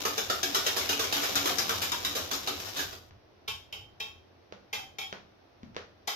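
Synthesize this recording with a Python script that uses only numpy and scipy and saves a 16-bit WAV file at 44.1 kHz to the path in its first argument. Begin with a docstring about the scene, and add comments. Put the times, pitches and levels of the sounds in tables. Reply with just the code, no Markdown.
"""A wire whisk beats thick custard in a steel saucepan for three seconds: the wires slap the wall about
eight times a second and scrape the humming base, the custard sloshes and the counter shudders.
The cook lifts the whisk and taps it on the rim, its wires ringing. The pan shifts on the glass hob
with dull knocks, and the whisk drops back into the pan with a short bouncing clatter.
A small tiled kitchen rings round a phone that listens through two microphone ports."""
import sys
import numpy as np
from scipy import signal
from scipy.fft import rfft, irfft, next_fast_len
from scipy.io import wavfile

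SR = 44100
rng = np.random.default_rng(int(sys.argv[2]) if len(sys.argv) > 2 else 0)


def wav_record(signal):
    """Record a signal, one row per channel, as 16-bit PCM in the file named by sys.argv[1]."""
    frames = np.transpose(np.atleast_2d(signal))
    bounded = np.clip(frames, -1, 1)
    # unit amplitude maps onto the largest positive 16-bit level
    quanta = np.round(bounded * 32767).astype(np.int16)
    wavfile.write(sys.argv[1], SR, quanta)


N = 271215

# modes of the full saucepan: pitch_hz, level_db, t60_s
PAN_MODES = [(383.8, 4, 0.2), (454.3, 8.5, 0.11), (679.7, -0.5, 0.21), (763, -2.5, 1), (990, -14, 0.091),
             (1233, 5, 0.069), (1430, -12, 0.089), (1600, 2, 0.022), (1576, -9.5, 0.21), (1650, -8, 0.13),
             (2300, -6, 0.53), (2490, -5.5, 0.27), (2950, 1.5, 0.083), (3300, -5, .1), (3687, 6, 0.12),
             (4230, -15, 0.11), (4890, -9.5, .12), (5190, 3.5, 0.096), (5650, -15.5, 0.092),
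             (6000, -4, 0.022), (6520, -1.5, 0.053), (7020, -1.5, 0.04)]
# spectrum of wire touching steel: frequency_hz, level_db
WIRE_CLICK = [(90, -33.5), (160, -14), (390, -0.5), (890, -2.5), (1400, -5), (2000, -6), (3650, -1),
              (4500, -5), (5200, -2), (7200, -12), (8000, -19), (8500, -18.5), (9900, -22.5), (11500, -13),
              (14400, -10.5), (15000, -28.5)]


def undb(db):
    """Decibels to amplitude."""
    return 10 ** (np.asarray(db) / 20)


def unit(x):
    """Scale to an RMS of one."""
    return x / np.sqrt(np.mean(x ** 2) + 1e-18)


def read(table, hz):
    """Read a (frequency_hz, value) curve on a log-frequency axis."""
    points_hz, values = np.transpose(table)
    return np.interp(np.log(np.maximum(hz, 1)), np.log(points_hz), values)


def colour(x, *curves):
    """Minimum-phase EQ: its gain is the sum of the (frequency_hz, gain_db) curves."""
    n = next_fast_len(x.shape[-1])
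    hz = np.fft.rfftfreq(n, 1 / SR)
    cepstrum = irfft(sum(read(curve, hz) for curve in curves) * np.log(10) / 20, n)
    cepstrum[1:n // 2] *= 2
    cepstrum[n // 2 + 1:] = 0
    return irfft(rfft(x, n) * np.exp(rfft(cepstrum)), n)[..., :x.shape[-1]]


def wander(rows, count, per_s):
    """Rows of slow random drift, about one unit wide."""
    knots = rng.standard_normal((rows, int(count / SR * per_s) + 2))
    at = np.arange(count) / SR * per_s
    return np.array([np.interp(at, np.arange(len(row)), row) for row in knots])


def stereo_noise(count, split_hz):
    """Noise that is centred in the bass and wide in the treble."""
    mid, side = rng.standard_normal((2, count))
    side = signal.sosfilt(signal.butter(1, split_hz, "highpass", fs=SR, output="sos"), side)
    return mid + side * np.array([[1], [-1]])


def swell(peak_s, rise_s, fall_s):
    """An envelope that grows up to a moment and dies away after it."""
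    t = np.arange(N) / SR - peak_s
    return np.exp(np.where(t < 0, t / rise_s, -t / fall_s))


def kitchen_air():
    """Room tone: a faint, steady hush."""
    # spectrum of the air: frequency_hz, level_db
    hush = [(71, -42), (120, -10.5), (199, -10), (350, -4), (420, -8), (710, -8), (942, -14.5),
            (2030, -20.5), (5800, -27.5), (7250, -54), (13800, -41), (15000, -51)]
    return unit(colour(stereo_noise(N, 300), hush)) * undb(-60.5)


def kitchen_reverb(count):
    """Tiled walls: a dense tail, different at each port and from each spot, whose treble dies first."""
    # decay of the room by band: low_hz, high_hz, t60_s
    bands = [(20, 300, 0.61), (342, 1485, 0.35), (1458, 7100, 0.35), (7050, 14260, 0.31)]
    t, hz = np.arange(count) / SR, np.fft.rfftfreq(count, 1 / SR)
    noise = rfft(stereo_noise(count, 500))
    tail = sum(irfft(noise * ((hz >= low) & (hz < high)), count) * np.exp(-np.log(1000) * t / t60)
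               for low, high, t60 in bands)
    return unit(tail * np.clip(t / 0.00086, 0, 1)) / np.sqrt(count)


def place(out, start_s, x, balance_db, left_lag_samples, reverb_send):
    """Place a hit: one port hears it a little later, then the walls answer."""
    wet = signal.fftconvolve(reverb_send[None], kitchen_reverb(len(x)))[:, :len(x)]
    start = int(start_s * SR)
    for port, side in enumerate((1, -1)):
        delayed = np.pad(x, (max(side * left_lag_samples, 0), 0))[:len(x)]
        direct = delayed * undb(side * balance_db / 2)
        out[port, start:start + len(x)] += (direct + wet[port])[:N - start]


def counter_rumble():
    """Low rumble through the hob: faint at rest, stronger while the whisk works, with brief shudders."""
    # spectrum of the rumble: frequency_hz, level_db
    spectrum = [(20, -18), (45, -6), (70, -0.5), (86, 9), (105, 2), (140, -4.5), (250, -64.5)]
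    # the counter shudders as the arm or pan lands: peak_s, level_db
    landings = [(1.35, -58), (1.76, -58), (2.86, -50.5), (3.49, -52), (3.78, -58), (4.1, -63), (4.54, -74),
                (4.79, -56.5), (5.1, -71), (5.64, -53)]
    resting = undb(-70.5)
    stirring = undb(-54.5) * swell(peak_s=2.66, rise_s=30, fall_s=0.11)
    shudders = sum(undb(db) * swell(peak_s, rise_s=0.021, fall_s=0.14) for peak_s, db in landings)
    return unit(colour(stereo_noise(N, 330), spectrum)) * (resting + stirring + shudders)


def hob_knocks():
    """The pan base knocks on the hob: a short dull thud, a small crack, and the glass plate hums on."""
    # knocks: start_s, level_db, pitch_hz, crack_db, left_minus_right_db, decay_cycles
    knocks = [(3.109, -41.5, 101, -26, 2, 1.1), (4.524, -27, 525, -29, -5, 0.84),
              (5.127, -26, 467, -22, 2, 0.78), (5.632, -33.5, 225, -31, 2, 1.5),
              (5.747, -48, 400, -18, 3, 0.92), (5.756, -49, 400, -18, 3, 1),
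              (5.7654, -23.5, 464, -22.5, 0, 1.3)]
    # spectrum of the crack: frequency_hz, gain_db
    crack_eq = [(300, -11), (700, 21), (1300, 27), (2300, 25), (4000, 24.5), (6000, 21.5), (8000, -2)]
    plate_hz, plate_t60_s = 203, 0.24
    out, t = np.zeros((2, N)), np.arange(18000) / SR
    plate = undb(-26.5) * np.exp(-np.log(1000) * t / plate_t60_s) * np.sin(2 * np.pi * plate_hz * t)
    crack = colour(np.exp(-t / 0.0001), crack_eq)
    for start_s, level_db, hz, crack_db, balance_db, cycles in knocks:
        thud = np.exp(-t * hz / cycles) * np.sin(2 * np.pi * hz * t) * (1 - np.exp(-t * hz * 4.2))
        knock = undb(level_db - 0.5) * (thud + plate + undb(crack_db + 8.5) * crack)
        place(out, start_s, knock, balance_db, left_lag_samples=17, reverb_send=undb(-2) * knock)
    return out


def grit(count, per_s, spread_db):
    """Random contacts, most of them small and a few large."""
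    size = undb(spread_db * np.minimum(rng.exponential(size=count), 3)) * rng.standard_normal(count)
    return unit(size * (rng.random(count) < per_s / SR))


def steel_ring(modes, count, scatter_db, eq):
    """Struck steel: every mode gets its own share, and flutters as the wires brush one another."""
    hz, db, t60 = np.transpose(modes)[:, :, None]
    share, detune, start_phase = rng.standard_normal((3, len(modes), 1))
    t = np.arange(count) / SR
    flutter = 1 + .55 * wander(len(modes), count, per_s=60)
    waver_rad = .7 * np.sqrt(np.minimum(hz / 3000, 1)) * wander(len(modes), count, per_s=45)
    gain = undb(db + scatter_db * share + read(eq, hz)) * flutter
    decay = np.exp(-np.log(1000) * t / np.minimum(t60, .27))  # clinging custard damps the long rings
    phase = 2 * np.pi * (hz * (1 + 0.0037 * detune) * t + start_phase) + waver_rad
    return (gain * decay * np.sin(phase)).sum(axis=0)


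def whisk_drag():
    """Wires stick and slip over the base and set it humming; custard sloshes round them."""
    # how hard the wires drag: time_s, level_db
    effort = [(0.0, -36.5), (0.3, -42.5), (0.6, -37), (0.85, -37.5), (1.05, -38.5), (1.2, -35),
              (1.4, -34.5), (1.55, -35.5), (1.75, -36), (1.95, -40), (2.15, -39.5), (2.35, -43),
              (2.55, -41.5), (2.72, -44), (2.8, -36), (2.94, -50), (3.04, -62.5), (3.1, -67)]
    # spectrum of sloshing custard: frequency_hz, level_db
    custard = [(60, -43), (130, -16), (190, -2), (240, -8.5), (400, -2.5), (700, -40.5), (1200, -56.5)]
    # brief hums of the pan base: start_s, length_s, level_db
    hums = [(0.009, 0.044, -50), (0.07, 0.066, -48), (0.443, 0.086, -44), (0.568, 0.043, -48),
            (0.895, 0.12, -45.5), (1.15, 0.087, -43), (1.337, 0.14, -44), (1.516, 0.081, -49),
            (2.073, 0.066, -49), (2.312, 0.078, -48.5), (2.505, 0.066, -49), (2.771, 0.067, -48.5)]
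    base_hz, hum_fade_s = 285.8, 0.024
    t = np.arange(N) / SR
    effort_db = np.interp(t, *np.transpose(effort), right=-120)
    slips = np.array([grit(N, per_s=2000, spread_db=1.7) for port in range(2)])
    pan_ring = steel_ring(PAN_MODES, 12000, scatter_db=0, eq=[(100, 0)])
    ringing = signal.fftconvolve(slips, pan_ring[None])[:, :N]
    scrape = unit(colour(slips, WIRE_CLICK)) + undb(-11.5) * unit(ringing)
    slosh = undb(-15) * unit(colour(stereo_noise(N, 620), custard))
    hum_hz = base_hz + 3.54 * wander(1, N, per_s=17)[0]
    hum = np.sqrt(2) * np.sin(2 * np.pi * np.cumsum(hum_hz) / SR)
    hum_level = np.zeros(N)
    for start_s, length_s, level_db in hums:
        inside_s = np.minimum(t - start_s, start_s + length_s - t)
        hum_level += undb(level_db) * np.clip(inside_s / hum_fade_s + .5, 0, 1) ** 2
    return (scrape + slosh) * undb(effort_db) + hum * hum_level


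def wire_hits(hits, modes, eq, accent_octaves, body_hz, body_octaves, left_lag_samples,
              scatter_db, spread_db, gain_db):
    """Wires land in a clatter of clicks and the steel rings; each spot struck accents its own pitches."""
    # what the walls send back of a click: frequency_hz, gain_db
    walls = [(300, -0.5), (1000, -0.5), (3000, 0), (7000, -1.5), (14000, 0.5)]
    out, count = np.zeros((2, N)), 16000
    t, hz = np.arange(count) / SR, np.geomspace(100, 16000, 200)
    head = slice(0, SR // 40)  # the first 25 ms set the level

    def bell(pitch_hz, octaves):
        return np.exp(-(np.log2(hz / pitch_hz) / octaves) ** 2)

    for start_s, level_db, body_db, balance_db, clatter_s, rise_s, ring_db, *accents in hits:
        spot_db = sum(db * bell(pitch_hz, accent_octaves) for pitch_hz, db in np.reshape(accents, (-1, 2)))
        bright_db = 249 * clatter_s * hz ** 2 / (hz ** 2 + 5000 ** 2)  # a longer clatter is brighter
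        low_note_db = body_db * bell(body_hz, body_octaves)  # the pan's body under the hit
        hit_eq = np.transpose([hz, read(eq, hz) + spot_db + low_note_db + bright_db])
        attack = 1 - np.exp(-(t / rise_s) ** 2)  # each hit swells in over a few milliseconds
        clicks = grit(count, per_s=7000, spread_db=spread_db) * attack * np.exp(-t / clatter_s)
        clatter = colour(clicks, WIRE_CLICK, hit_eq)
        clatter /= clatter[head].std()
        ring = attack * steel_ring(modes, count, scatter_db, hit_eq)
        ring *= undb(ring_db) / ring[head].std()
        gain = undb(level_db + gain_db) / (clatter + ring)[head].std()
        # the open pan beams its ring up at the phone; the clicks go all round the room
        reverb_send = undb(5) * colour(clatter, walls) + undb(-4) * ring
        place(out, start_s, gain * (clatter + ring), balance_db, left_lag_samples, gain * reverb_send)
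    return out


def whisk_taps_and_drop():
    """The whisk taps the rim, then drops back into the pan with a short bouncing clatter."""
    # rim taps, then the drop in the last three rows: start_s, level_db, body_db, left_minus_right_db,
    # clatter_s, rise_s, ring_db, then three pairs of accent_hz, accent_db
    hits = [(3.4755, -23.5, -12, -3.5, 0.0081, 0.004, 5.5, 2700, 6.7, 3050, 4.6, 3640, 2.3),
            (3.7245, -28.5, 9, -2, 0.002, 0.0022, 5, 2730, 9.8, 3080, 10, 3700, 2),
            (3.999, -25, -9, -0.5, 0.0027, 0.0042, 9.5, 2540, 9.7, 3200, 3.2, 3670, 2),
            (4.727, -23.5, 0.5, -0.5, 0.0054, 0.0039, 4, 2080, 14, 2570, 8, 3270, 4.6),
            (4.756, -43, 16, -11, 0.0053, 0.0026, 7, 2120, 3, 2580, 4, 3230, 4.2),
            (4.783, -34.5, 18, 1.6, 0.005, 0.0017, 7, 2120, 2, 2530, 4, 3200, 5),
            (4.9845, -26.5, 7.5, 1, 0.0047, 0.00093, 8, 2200, 4.7, 2560, 2.6, 3320, 4.3),
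            (5.012, -29.5, 15, -2, 0.0096, 0.0025, 10, 2250, 4.7, 2540, 2.7, 3270, 7),
            (6.0725, -23.5, 3.5, 5.5, 0.0041, 0.003, -1.5, 1390, 10.4, 2240, 11, 3230, 2.2),
            (6.095, -29.5, -5, -2, 0.0059, 0.0023, 1, 1360, 5, 2290, 3, 3320, 4.7),
            (6.116, -38.5, -3, 4, 0.012, 0.0018, -3, 1300, 12, 2400, 5, 3270, 4.5)]
    # modes of the whisk wires in free air, plus a low counter resonance near 200 Hz that each tap sets off:
    # pitch_hz, level_db, t60_s
    wire_modes = [(198.6, -8.5, 0.51), (433.5, -1.5, 0.27), (775, -13, 0.3), (840, -3, 0.5), (900, -7, .4),
                  (1103, -7, 1), (1375, -6.5, 0.12), (1910, -14, 0.15), (2236, -5, 0.2), (2260, 10, 0.038),
                  (2410, 4, 0.13), (2537, -9.5, 0.43), (2100, -11, 0.14), (2620, -4, 0.3),
                  (2620, -13, 0.24), (2720, -1, 0.074), (3156, -9.5, 0.66), (3030, -12, 0.34),
                  (3120, 1, 0.4), (3244, -1.5, 0.43), (3280, -7, 0.4), (3730, 2.5, 0.19), (3660, 0.5, 0.22),
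                  (4460, -8, 0.1), (5230, -14, 0.11), (5070, -25, .21), (5310, -10.5, 0.19),
                  (5350, -9, 0.3), (5970, -23, 0.2), (6700, -20, 0.2), (8540, -18, 0.21), (10500, -19, .25),
                  (10900, -29, .2), (11500, -35.5, .2), (11900, -32, .2), (12800, -23, .2),
                  (13500, -24, .2), (14200, -26, .15)]
    # tone of every hit: frequency_hz, gain_db
    eq = [(400, -9), (830, -2.5), (1350, -3), (2250, -6), (2650, -6), (3150, -4), (3680, -5), (5200, -3),
          (12000, -6)]
    return wire_hits(hits, wire_modes, eq, accent_octaves=0.094, body_hz=777, body_octaves=0.06,
                     left_lag_samples=-15, scatter_db=1.0, spread_db=0.5, gain_db=-11.5)


def whisk_slaps():
    """The beating wires slap the wall and the full saucepan rings briefly."""
    # slaps: start_s, level_db, body_db, left_minus_right_db, clatter_s, rise_s, ring_db,
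    # accent_hz, accent_db
    slaps = [(0.050, -20.5, 6, -2, 0.0066, 0.0019, -4, 1250, 10),
             (0.178, -21, 2, 1.5, 0.0043, .001, -0.5, 1500, 6),
             (0.296, -19, 5, -5, 0.0053, 0.0035, -7, 1360, 11),
             (0.428, -19.5, -6.5, 6, 0.0037, 0.0035, 1, 3580, 2),
             (0.544, -17, 1, -1, .0038, 0.0044, -2, 1310, 3.5),
             (0.662, -20, 1.5, 3, 0.0059, 0.0033, -8, 3700, 6),
             (0.763, -21, 7, -4, 0.019, 0.0018, -2, 2930, -2),
             (0.804, -32.5, 11, 14, 0.013, 0.0022, -9.5, 2250, 18),
             (0.858, -37, 2, 0.5, .002, 0.00045, -6, 1500, 6.5),
             (0.890, -20.5, -1, 2, .0079, 0.0014, -8, 2940, 0.5),
             (0.9274, -24.5, 1.5, -5, .0058, 0.0011, 0.5, 2720, 12),
             (0.992, -20.5, 9, -4, 0.02, 0.0013, 0.5, 1130, 6.5),
             (1.039, -27, 5, 10, 0.0047, 0.0012, 1, 2210, 11),
             (1.1236, -21, 0.5, 0, 0.012, .001, -7, 2900, 2.5),
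             (1.165, -26.5, -1.5, 2, 0.0046, 0.00084, -8.5, 3140, 6),
             (1.221, -29, 0, -1.5, .002, 0.00058, -6, 3000, 1),
             (1.230, -23.5, 3, 0, 0.015, 0.0025, -2, 2260, 10),
             (1.353, -19.5, -11, 7, 0.01, 0.0016, -1.5, 3750, -0.5),
             (1.363, -24, -3, 5, 0.0082, 0.0018, 3, 1300, 0),
             (1.454, -21.5, 7, -6, 0.0035, 0.0051, -7.5, 5340, 1),
             (1.473, -26.5, -9, 8, 0.0027, .001, -11, 2100, 1),
             (1.491, -26, 9.5, 12, 0.0062, .002, -8, 760, 13),
             (1.582, -21, -1, 9, 0.0099, .001, -7.5, 4900, 5.5),
             (1.691, -21.5, 2, -2, .0042, 0.0024, -2.5, 1440, 2),
             (1.815, -23.5, -2.5, 3, 0.017, 0.0033, -5, 2280, 8),
             (1.918, -21, -10, 5.5, 0.0081, 0.00082, 3.5, 960, 8.5),
             (2.046, -22, -6, -2, 0.0069, .002, -5, 3700, 7),
             (2.151, -24, 11, -4, .016, 0.0014, -10, 1430, 4.5),
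             (2.3118, -25.5, -4, -3, 0.0043, .001, -5, 3940, -1.5),
             (2.331, -26.5, -0.5, 9, 0.014, 0.0011, -2, 2980, -7),
             (2.4722, -24, 4, -1, .005, 0.00094, -1.5, 4000, 4.5),
             (2.481, -28.5, 6, 13, .005, 0.00066, 2, 1290, 12),
             (2.597, -34.5, -2, 0, 0.0079, 0.0018, -7, 3670, -4),
             (2.652, -35, 1, 6, 0.016, 0.0018, -10, 5540, 3),
             (2.760, -27.5, -14, -2, 0.022, 0.0044, 0, 3930, 6),
             (2.791, -26, -6, -8, .012, .002, 1, 1600, 8.5),
             (2.9258, -38, 14, -3, .0066, .001, -2, 4970, 4)]
    # tone of every slap: frequency_hz, gain_db
    slap_eq = [(200, 1), (430, -6), (800, -5), (1400, 2.5), (2350, -4.5), (3000, -3), (3650, -3),
               (5100, -2.5), (7000, -1), (11000, -2.5)]
    return wire_hits(slaps, PAN_MODES, slap_eq, accent_octaves=0.17, body_hz=486, body_octaves=0.68,
                     left_lag_samples=20, scatter_db=1.5, spread_db=2.5, gain_db=-10.5)


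def scene():
    """Whisk, pan and kitchen, mixed in stereo."""
    whisk = whisk_slaps() + whisk_taps_and_drop()
    return whisk + kitchen_air() + hob_knocks() + whisk_drag() + counter_rumble()


def record(dry):
    """Each port has its own colour; the phone rounds the loudest peaks and cuts the top."""
    # the case shades the two ports differently: frequency_hz, left_minus_right_db
    shading = [(60, -1), (250, 0), (600, -1.5), (2000, 0.5), (3000, -0.5), (4500, -1), (6500, 9.5),
               (8500, 4), (14000, -1)]
    ceiling, top_hz = 0.32, 15859
    heard = np.array([colour(dry[port], [(hz, side * db / 2) for hz, db in shading])
                      for port, side in enumerate((1, -1))])
    rounded = ceiling * np.tanh(heard / ceiling)
    return signal.sosfilt(signal.ellip(10, .2, 80, top_hz, fs=SR, output="sos"), rounded)


dry = scene()
out = record(dry)
wav_record(out)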